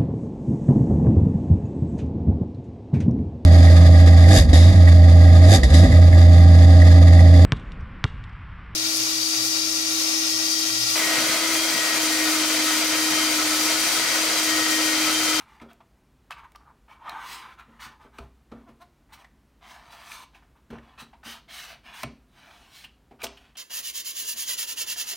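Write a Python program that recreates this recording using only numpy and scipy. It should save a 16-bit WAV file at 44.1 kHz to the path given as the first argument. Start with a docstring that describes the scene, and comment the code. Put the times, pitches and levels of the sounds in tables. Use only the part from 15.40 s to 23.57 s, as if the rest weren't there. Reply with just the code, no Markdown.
"""A cardboard disc case scuffs about on a table, then rasps into its card sleeve until it knocks home.
Both slides are fibres catching and letting go: dull when the hands move slowly, gritty and hissy when fast.
Edges and fingernails tap the card, fingertips squeak on the glossy cover, and the table thuds under
the heavier contacts. Close up, in mono, over the low hush of a small quiet room."""
import sys
import numpy as np
from scipy import signal
from scipy.fft import rfft, irfft, next_fast_len
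from scipy.io import wavfile
from scipy.ndimage import uniform_filter1d, map_coordinates

SR = 44100
rng = np.random.default_rng(int(sys.argv[2]) if len(sys.argv) > 2 else 0)


def master(y):
    """Save y as 16-bit WAV."""
    cut = np.clip(np.atleast_2d(y).T, -1, 1)
    pcm = np.round(cut * 32767)  # scale
    wavfile.write(sys.argv[1], SR, pcm.astype(np.int16))


N = 360297


def amp(db):
    return 10 ** (np.asarray(db) / 20)


def unit(x):
    return x / np.sqrt(np.mean(x ** 2) + 1e-20)


def along(points, hz):
    """Read (freq_hz, value) points on a log frequency axis."""
    freqs, values = np.transpose(points)
    return np.interp(np.log(hz + 1), np.log(freqs + 1), values)


def wobble(rate):
    """A smooth random curve, rate knots a second."""
    knots = rng.standard_normal(int(N * rate / SR) + 4)
    return map_coordinates(knots, [np.arange(N) * rate / SR])


def filtered(x, response):
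    """EQ x with a gain given as a function of frequency."""
    size = next_fast_len(N + SR // 2)
    return irfft(rfft(x, size) * response(np.fft.rfftfreq(size, 1 / SR)), size)[:N]


def coloured(x, spectrum):
    """x through an EQ curve, at rms 1."""
    return unit(filtered(x, lambda hz: amp(along(spectrum, hz))))


def resonance(hz, centre_hz, width_hz):
    """Response of one resonance, 1 at its centre."""
    return 1j * hz * width_hz / (centre_hz ** 2 - hz * hz + 1j * hz * width_hz)


def minimum_phase(gain):
    """The promptest impulse response with this gain per frequency."""
    cepstrum = irfft(np.log(gain + 1e-6))
    half = len(cepstrum) // 2
    cepstrum[1:half] *= 2
    cepstrum[half + 1:] = 0
    return irfft(np.exp(rfft(cepstrum)))


def add(track, start_s, sound):
    part = track[max(round(start_s * SR), 0):][:len(sound)]
    part += sound[:len(part)]


# Tone of the empty room: freq_hz, gain_db
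HUSH_EQ = [(22, -27), (52, -1), (65, -3.5), (90, -16.5), (135, -10.5), (170, -17), (220, -13), (500, -25),
           (1000, -26.5), (5000, -40.5), (16000, -47.5)]

def room_hush():
    """A steady bed of bass-heavy noise."""
    return coloured(rng.standard_normal(N), HUSH_EQ)


# Reverb time across the spectrum: freq_hz, t60_s
ROOM_DECAY = [(100, 1), (600, 0.23), (5000, 0.35), (14000, 0.034)]

def room_reverb(x, delay_s):
    """The walls answer after a moment; the top end dies first."""
    hz, t, noise = signal.stft(rng.standard_normal(SR // 2), SR, nperseg=256)
    decay = amp(-60 * t / along(ROOM_DECAY, hz)[:, None])
    tail = signal.istft(noise * decay, SR, nperseg=256)[1]
    tail = np.pad(tail / np.linalg.norm(tail), (round(delay_s * SR), 0))
    return signal.fftconvolve(x, tail)[:N]


# Ring of the table with the case on it: pitch_hz, gain_db, t60_s
TABLE_MODES = [(62.6, 10.5, 0.48), (131, 0, 0.28), (231, 0.5, 0.4), (264.7, -8, 0.5), (301.4, -2, 0.094),
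               (399, -9, 0.37), (472, -2.5, 0.11), (672, -7.5, 0.3)]
# Weight landing on the table: start_s, level_db, centre_hz
THUDS = [(0.215, -40.5, 293), (2.28, -53.5, 242), (2.459, -52, 199), (2.645, -52, 354), (2.785, -43.5, 462),
         (2.801, -43.5, 62), (3.115, -41, 302), (3.139, -46, 237), (3.283, -48.5, 276), (5.302, -40.5, 200),
         (5.326, -39, 367), (5.343, -46, 140), (5.389, -53, 65), (5.612, -50, 243), (5.858, -47, 228),
         (6.633, -36.5, 204), (6.64, -40, 115), (7.711, -49, 378), (7.832, -35.5, 575)]

def table_thuds(width_octaves, rise_s, rustle_db, rustle_t60_s, gain_db):
    """Each blow rings the table's modes near its centre frequency, while the case settles with a rustle."""
    out, t = np.zeros(N), np.arange(SR // 2) / SR
    mode_hz, mode_db, t60 = np.transpose(TABLE_MODES)[:, :, None]
    for start_s, level_db, centre_hz in THUDS:
        detune = np.log2(mode_hz / centre_hz) / width_octaves
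        share = amp(mode_db + rng.normal(0, 2.6, mode_db.shape)) / (1 + detune ** 2)
        phase = 2 * np.pi * rng.random(mode_hz.shape)
        modes = share * amp(-60 * t / t60) * np.sin(2 * np.pi * mode_hz * t + phase)
        ring = modes.sum(axis=0) / np.linalg.norm(share)
        band = signal.butter(2, [centre_hz / 2, centre_hz * 2], 'band', fs=SR)
        rustle = unit(signal.lfilter(*band, rng.standard_normal(len(t))))
        rustle *= amp(rustle_db - 60 * t / rustle_t60_s)
        attack = 1 - np.exp(-t / rise_s)
        add(out, start_s, amp(level_db + gain_db) * (ring + rustle) * attack)
    return out


# Fingertips dragging on the glossy cover: start_s, length_s, slips_per_s, level_db
SQUEAKS = [(3.255, 0.055, 340, -54), (3.394, 0.059, 345, -49.5)]

def finger_squeaks(jitter, band_hz):
    """A fingertip sticks and lets go almost regularly, one pulse for each slip."""
    out = np.zeros(N)
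    for start_s, length_s, rate, level_db in SQUEAKS:
        n = round(length_s * SR)
        slip_count = np.cumsum(rate * (1 + jitter * wobble(rate)[:n])) / SR
        pulses = np.diff(np.floor(slip_count), prepend=0)
        chirp = signal.lfilter(*signal.butter(2, band_hz, 'band', fs=SR), pulses)
        add(out, start_s, amp(level_db) * unit(chirp) * np.hanning(n))
    return out


# Tone of struck card: freq_hz, gain_db
TAP_EQ = [(60, -36), (450, -20), (700, 2), (1100, -2), (1700, -3), (2700, -1), (6000, -14), (16000, -25)]
# Edges and nails meeting card: start_s, level_db, ring_hz, tilt_db_per_octave, chatter_t60_s
TAPS = [(.199, -46.5, 2090, -2, 0.022), (.213, -47.5, 1280, 0, 0.056), (.312, -48.5, 700, -3, 0.032),
        (.331, -48.5, 2400, 14.5, 0.011), (.403, -47.5, 1040, -7.5, 0.048), (0.9072, -29, 1180, 1, 0.012),
        (.913, -35, 2650, -2.5, 0.044), (1.119, -50.5, 2180, 11, 0.01), (1.148, -45, 1170, -9, 0.032),
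        (1.159, -43.5, 1240, -7, 0.015), (1.158, -44.5, 4900, 7, 0.013), (1.694, -32, 4130, 5, 0.012),
        (2.784, -35.5, 1310, 0, 0.029), (3.115, -45, 1250, -3.5, 0.056), (3.844, -45.5, 1890, -3, 0.03),
        (4.7158, -33, 2400, 5, 0.017), (4.945, -50, 2530, -1, 0.063), (5.729, -47.5, 920, -7, 0.08),
        (5.302, -47, 1480, 0.5, 0.053), (5.383, -44.5, 1920, -7, 0.025), (6.632, -25, 1160, 6, 0.0071),
        (6.634, -29, 620, -6, 0.022), (6.633, -25, 1084, 2, 0.015), (6.635, -31, 2660, -10, 0.035),
        (7.439, -38.5, 2950, 3.5, 0.058), (7.708, -50, 780, -3.5, 0.072), (7.817, -31.5, 2320, 3, 0.021),
        (7.828, -34, 1070, 7, 0.078), (7.835, -30, 623, 6, 0.057), (7.841, -25.5, 5350, 11, 0.023),
        (7.867, -30, 3020, 4, 0.015), (7.971, -46.5, 3030, 1, 0.042), (8.152, -47, 3150, -2, 0.05)]

def card_taps(ring_db, ring_width_share, rise_share, gain_db):
    """Each contact is a short chatter, coloured by the card and by the spot that is struck."""
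    out, t = np.zeros(N), np.arange(4096) / SR
    hz = np.fft.rfftfreq(len(t), 1 / SR)
    for start_s, level_db, ring_hz, tilt_db, t60 in TAPS:
        attack = 1 - np.exp(-t / (rise_share * t60))  # longer contacts start more softly
        press = attack * amp(-60 * t / t60)
        force = rng.standard_normal(len(t)) * press / press.max()
        spot = 1 + amp(ring_db) / (1 + ((hz - ring_hz) / (ring_width_share * ring_hz)) ** 2)
        tone = amp(along(TAP_EQ, hz) + tilt_db * np.log2(1 + hz / ring_hz))
        tap = signal.fftconvolve(force, minimum_phase(tone * spot))
        tap *= np.linalg.norm(force) / np.linalg.norm(tap)
        add(out, start_s, amp(level_db + gain_db) * tap)
    return out


# Bending resonances of the card panels: pitch_hz
PANEL_HZ = [675, 952, 1204, 1547, 1748, 2280, 3980, 6080, 8520]

def card_panels(x, peak_db, q):
    """The card colours a contact with its well-damped bending resonances."""
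    return filtered(x, lambda hz: 1 + amp(peak_db) * sum(resonance(hz, f, f / q) for f in PANEL_HZ))


def moving_contact(x, depth_db):
    """As the contact moves over the card, narrow resonances come and go."""
    spectrum = signal.stft(x, nperseg=1024)[2]
    patches = uniform_filter1d(rng.standard_normal(spectrum.shape), size=4, axis=0)  # across pitch
    patches = uniform_filter1d(patches, size=11, axis=1)  # across time
    return signal.istft(spectrum * unit(amp(depth_db * unit(patches))), nperseg=1024)[1][:N]


def hand_motion(long_slides, strokes):
    """Scrape and hiss envelopes; in a short stroke the hand speeds up and slows, and hiss swells most."""
    scrape_attack_s, hiss_attack_s, release_db_per_s = 0.0057, 0.026, 397
    scrape_swell_db, hiss_swell_db = 4, 11
    power = np.zeros((2, N))
    for rows in long_slides:
        times, *faders = np.transpose(rows)
        power += amp([np.interp(np.arange(N) / SR, times, db, left=-200, right=-200) for db in faders]) ** 2
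    for start_s, length_s, scrape_db, hiss_db in strokes:
        first = max(round(start_s * SR), 0)
        t = np.arange(first, min(first + SR // 2, N)) / SR - start_s
        slowness = (2 * np.clip(t / length_s, 0, 1) - 1) ** 2
        release = amp(-release_db_per_s * np.maximum(t - length_s, 0))
        scrape = np.clip(t / scrape_attack_s, 0, 1) * amp(scrape_db - scrape_swell_db * slowness)
        hiss = np.clip(t / hiss_attack_s, 0, 1) * amp(hiss_db - hiss_swell_db * slowness)
        power[:, first:first + len(t)] += (release * np.array([scrape, hiss])) ** 2
    return np.sqrt(power)


def fibre_slips(slips_per_s, spread_db):
    """Fibres catching and letting go: a dense train of tiny kicks of uneven size."""
    caught = rng.random(N) < slips_per_s / SR
    return unit(caught * np.sign(rng.standard_normal(N)) * amp(spread_db * rng.standard_normal(N)))


# Fine hiss of the sliding contact: freq_hz, gain_db
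HISS_EQ = [(700, -15.5), (1450, 1.5), (3900, 2.5), (5900, -1.5), (7600, -6), (8800, -5), (11000, -9),
           (15500, -9.5)]

def friction(motion, scrape_eq, slips_per_s, spread_db, judder_db, scrape_db, hiss_db):
    """Slips shake the card; slow travel sounds dull, fast travel adds grit and a fine hiss."""
    grit_hz, full_grit_db = 1600, -15.5  # the top opens fully at this hiss-to-scrape envelope ratio
    scrape_env, hiss_env = motion
    judder = judder_db * wobble(70)  # the hand never pushes quite evenly
    shake = coloured(fibre_slips(slips_per_s, spread_db), scrape_eq)
    dull = filtered(shake, lambda hz: 1 / (1 + (hz / grit_hz) ** 6))
    grit = np.minimum(np.sqrt(hiss_env / scrape_env / amp(full_grit_db)), 1)
    scrape = dull + grit * (shake - dull)
    hiss = coloured(fibre_slips(slips_per_s=18000, spread_db=1.5), HISS_EQ)
    return scrape_env * amp(scrape_db + judder) * scrape + hiss_env * amp(hiss_db + judder) * hiss


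# Tone of card on the table top: freq_hz, gain_db
SCUFF_EQ = [(60, -39), (230, -20.5), (540, -23.5), (690, -14), (920, -6.5), (1600, -11), (2050, -9.5),
            (3700, -17.5), (5500, -55), (16000, -52)]
# The long push across the table: time_s, scrape_db, hiss_db
TABLE_PUSH = [(1.59, -59, -96), (1.68, -36, -66), (1.78, -39.5, -66.5), (1.93, -42.5, -46.5),
              (2.06, -45, -68.5), (2.128, -48.5, -70.5), (2.155, -64, -76)]
# Nudges of the case and brushes of the fingers: start_s, length_s, scrape_db, hiss_db
NUDGES = [(.001, 0.015, -45.5, -53), (0.054, 0.15, -55, -73.5), (0.201, 0.035, -47.5, -70),
          (0.279, 0.049, -54.5, -72), (0.901, 0.03, -45, -55), (0.964, 0.042, -44.5, -67),
          (1.027, 0.032, -47, -72), (1.185, 0.05, -56, -104), (1.249, 0.068, -54.5, -112),
          (1.476, 0.085, -48.5, -71), (2.172, 0.05, -46.5, -65), (2.23, 0.29, -59, -83),
          (2.389, 0.093, -45, -53), (2.498, 0.046, -53, -73), (2.59, 0.084, -53.5, -73.5),
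          (2.72, 0.14, -56, -71), (3.104, 0.14, -59.5, -84), (3.274, 0.031, -56.5, -69),
          (3.397, 0.038, -63, -63.5), (3.687, 0.055, -57.5, -79), (3.718, 0.034, -52, -52),
          (3.769, 0.071, -54, -67.5), (5.149, 0.033, -63.5, -82)]
# Sweep of the case's resonance, higher when it slides faster: time_s, centre_hz
CASE_SWEEP = [(1.05, 1180), (1.7, 1120), (1.9, 1220), (2.45, 1280), (2.65, 970)]

def table_scuffs(width_octaves, peak_db):
    """The case scuffs the table; its one broad resonance rises as the case slides faster and sinks as it slows."""
    motion = hand_motion([TABLE_PUSH], NUDGES)
    scuff = friction(motion, SCUFF_EQ, slips_per_s=6000, spread_db=1.0,
                     judder_db=0.57, scrape_db=-4.5, hiss_db=5.5)
    hz, t, spectrum = signal.stft(scuff, SR, nperseg=512)
    centre_hz = np.interp(t, *np.transpose(CASE_SWEEP))
    detune = np.log2((hz[:, None] + 1) / centre_hz) / width_octaves
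    body = 1 + amp(peak_db) / (1 + detune ** 2)
    return signal.istft(spectrum * body, SR, nperseg=512)[1][:N]


# Tone of card on card: freq_hz, gain_db
RASP_EQ = [(60, -40), (240, -2), (350, -14), (540, -11), (700, 3), (1000, 1.5), (1400, 0.5), (2300, -0.5),
           (4000, -9), (6000, -21), (16000, -85)]
# Working into the sleeve's mouth, pushing home, turning the box: time_s, scrape_db, hiss_db
WORKING_IN = [(4.21, -67, -92), (4.228, -56.5, -72), (4.312, -54, -58.5), (4.42, -58, -70.5),
              (4.5, -56.5, -68), (4.525, -54, -58.5), (4.59, -56, -62.5), (4.675, -55, -56.5),
              (4.725, -55.5, -48), (4.838, -53.5, -59.5), (4.9, -94, -102)]
PUSHING_HOME = [(6.434, -69, -79), (6.465, -53.5, -65.5), (6.528, -53, -68), (6.545, -49.5, -54),
                (6.634, -55.5, -51.5)]
TURNING = [(6.88, -97, -88), (6.966, -63, -70.5), (7.09, -57.5, -68), (7.3, -62.5, -67), (7.37, -63, -55),
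           (7.454, -62, -62), (7.48, -68, -88), (7.58, -107, -99)]
# Short shoves and changes of grip on the sleeve: start_s, length_s, scrape_db, hiss_db
SHOVES = [(4.93, 0.063, -63.5, -71), (5.019, 0.024, -63, -78), (5.303, 0.065, -51, -74),
          (5.38, 0.2, -64.5, -82), (5.574, 0.06, -52, -52), (5.829, 0.14, -52, -48),
          (6.079, 0.22, -52.5, -48), (6.268, 0.083, -50.5, -57), (7.789, 0.036, -52.5, -63),
          (7.876, 0.23, -64.5, -72.5)]
# Squeeze on the sleeve, from loose (0) to tight (1): time_s, tightness
SQUEEZE = [(5.6, 0.11), (6.15, 0.95), (6.55, 0.75), (7.1, 0.5), (7.35, 1)]

def sleeve_rasps(hollow_db, wall_db):
    """Card rasps on card. Held loosely the sleeve sounds hollow; pressed tight, its stiff walls ring."""
    motion = hand_motion([WORKING_IN, PUSHING_HOME, TURNING], SHOVES)
    rasp = friction(motion, RASP_EQ, slips_per_s=4000, spread_db=4.0,
                    judder_db=0.8, scrape_db=1.84, hiss_db=4.5)
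    tight = np.interp(np.arange(N) / SR, *np.transpose(SQUEEZE))
    hollow = amp(hollow_db) * filtered(rasp, lambda hz: resonance(hz, centre_hz=1034, width_hz=210))
    walls = amp(wall_db) * filtered(rasp, lambda hz: resonance(hz, centre_hz=2900, width_hz=480))
    return rasp + (1 - tight) * hollow + tight * walls


def scene():
    """Slides, taps and squeaks with a touch of room, over dry thuds and the hush."""
    scuffs = table_scuffs(width_octaves=0.39, peak_db=2)
    rasps = sleeve_rasps(hollow_db=3.8, wall_db=0.5)
    taps = card_taps(ring_db=12, ring_width_share=0.082, rise_share=0.12, gain_db=-3)
    slides = moving_contact(scuffs + rasps, depth_db=3)
    card = card_panels(slides + taps, peak_db=-7, q=45)
    card += finger_squeaks(jitter=0.062, band_hz=[540, 1220])
    thuds = table_thuds(width_octaves=0.64, rise_s=0.0027, rustle_db=-9, rustle_t60_s=0.34, gain_db=3.5)
    hush = amp(-61) * room_hush()
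    reverb = amp(-12) * room_reverb(card, delay_s=0.005)
    mono = card + reverb + thuds + hush
    return np.array([mono, mono])


def record(dry):
    """A brick-wall low-pass trims the very top."""
    return np.array([filtered(channel, lambda hz: hz < 15950) for channel in dry])


dry = scene()
out = record(dry)
master(out)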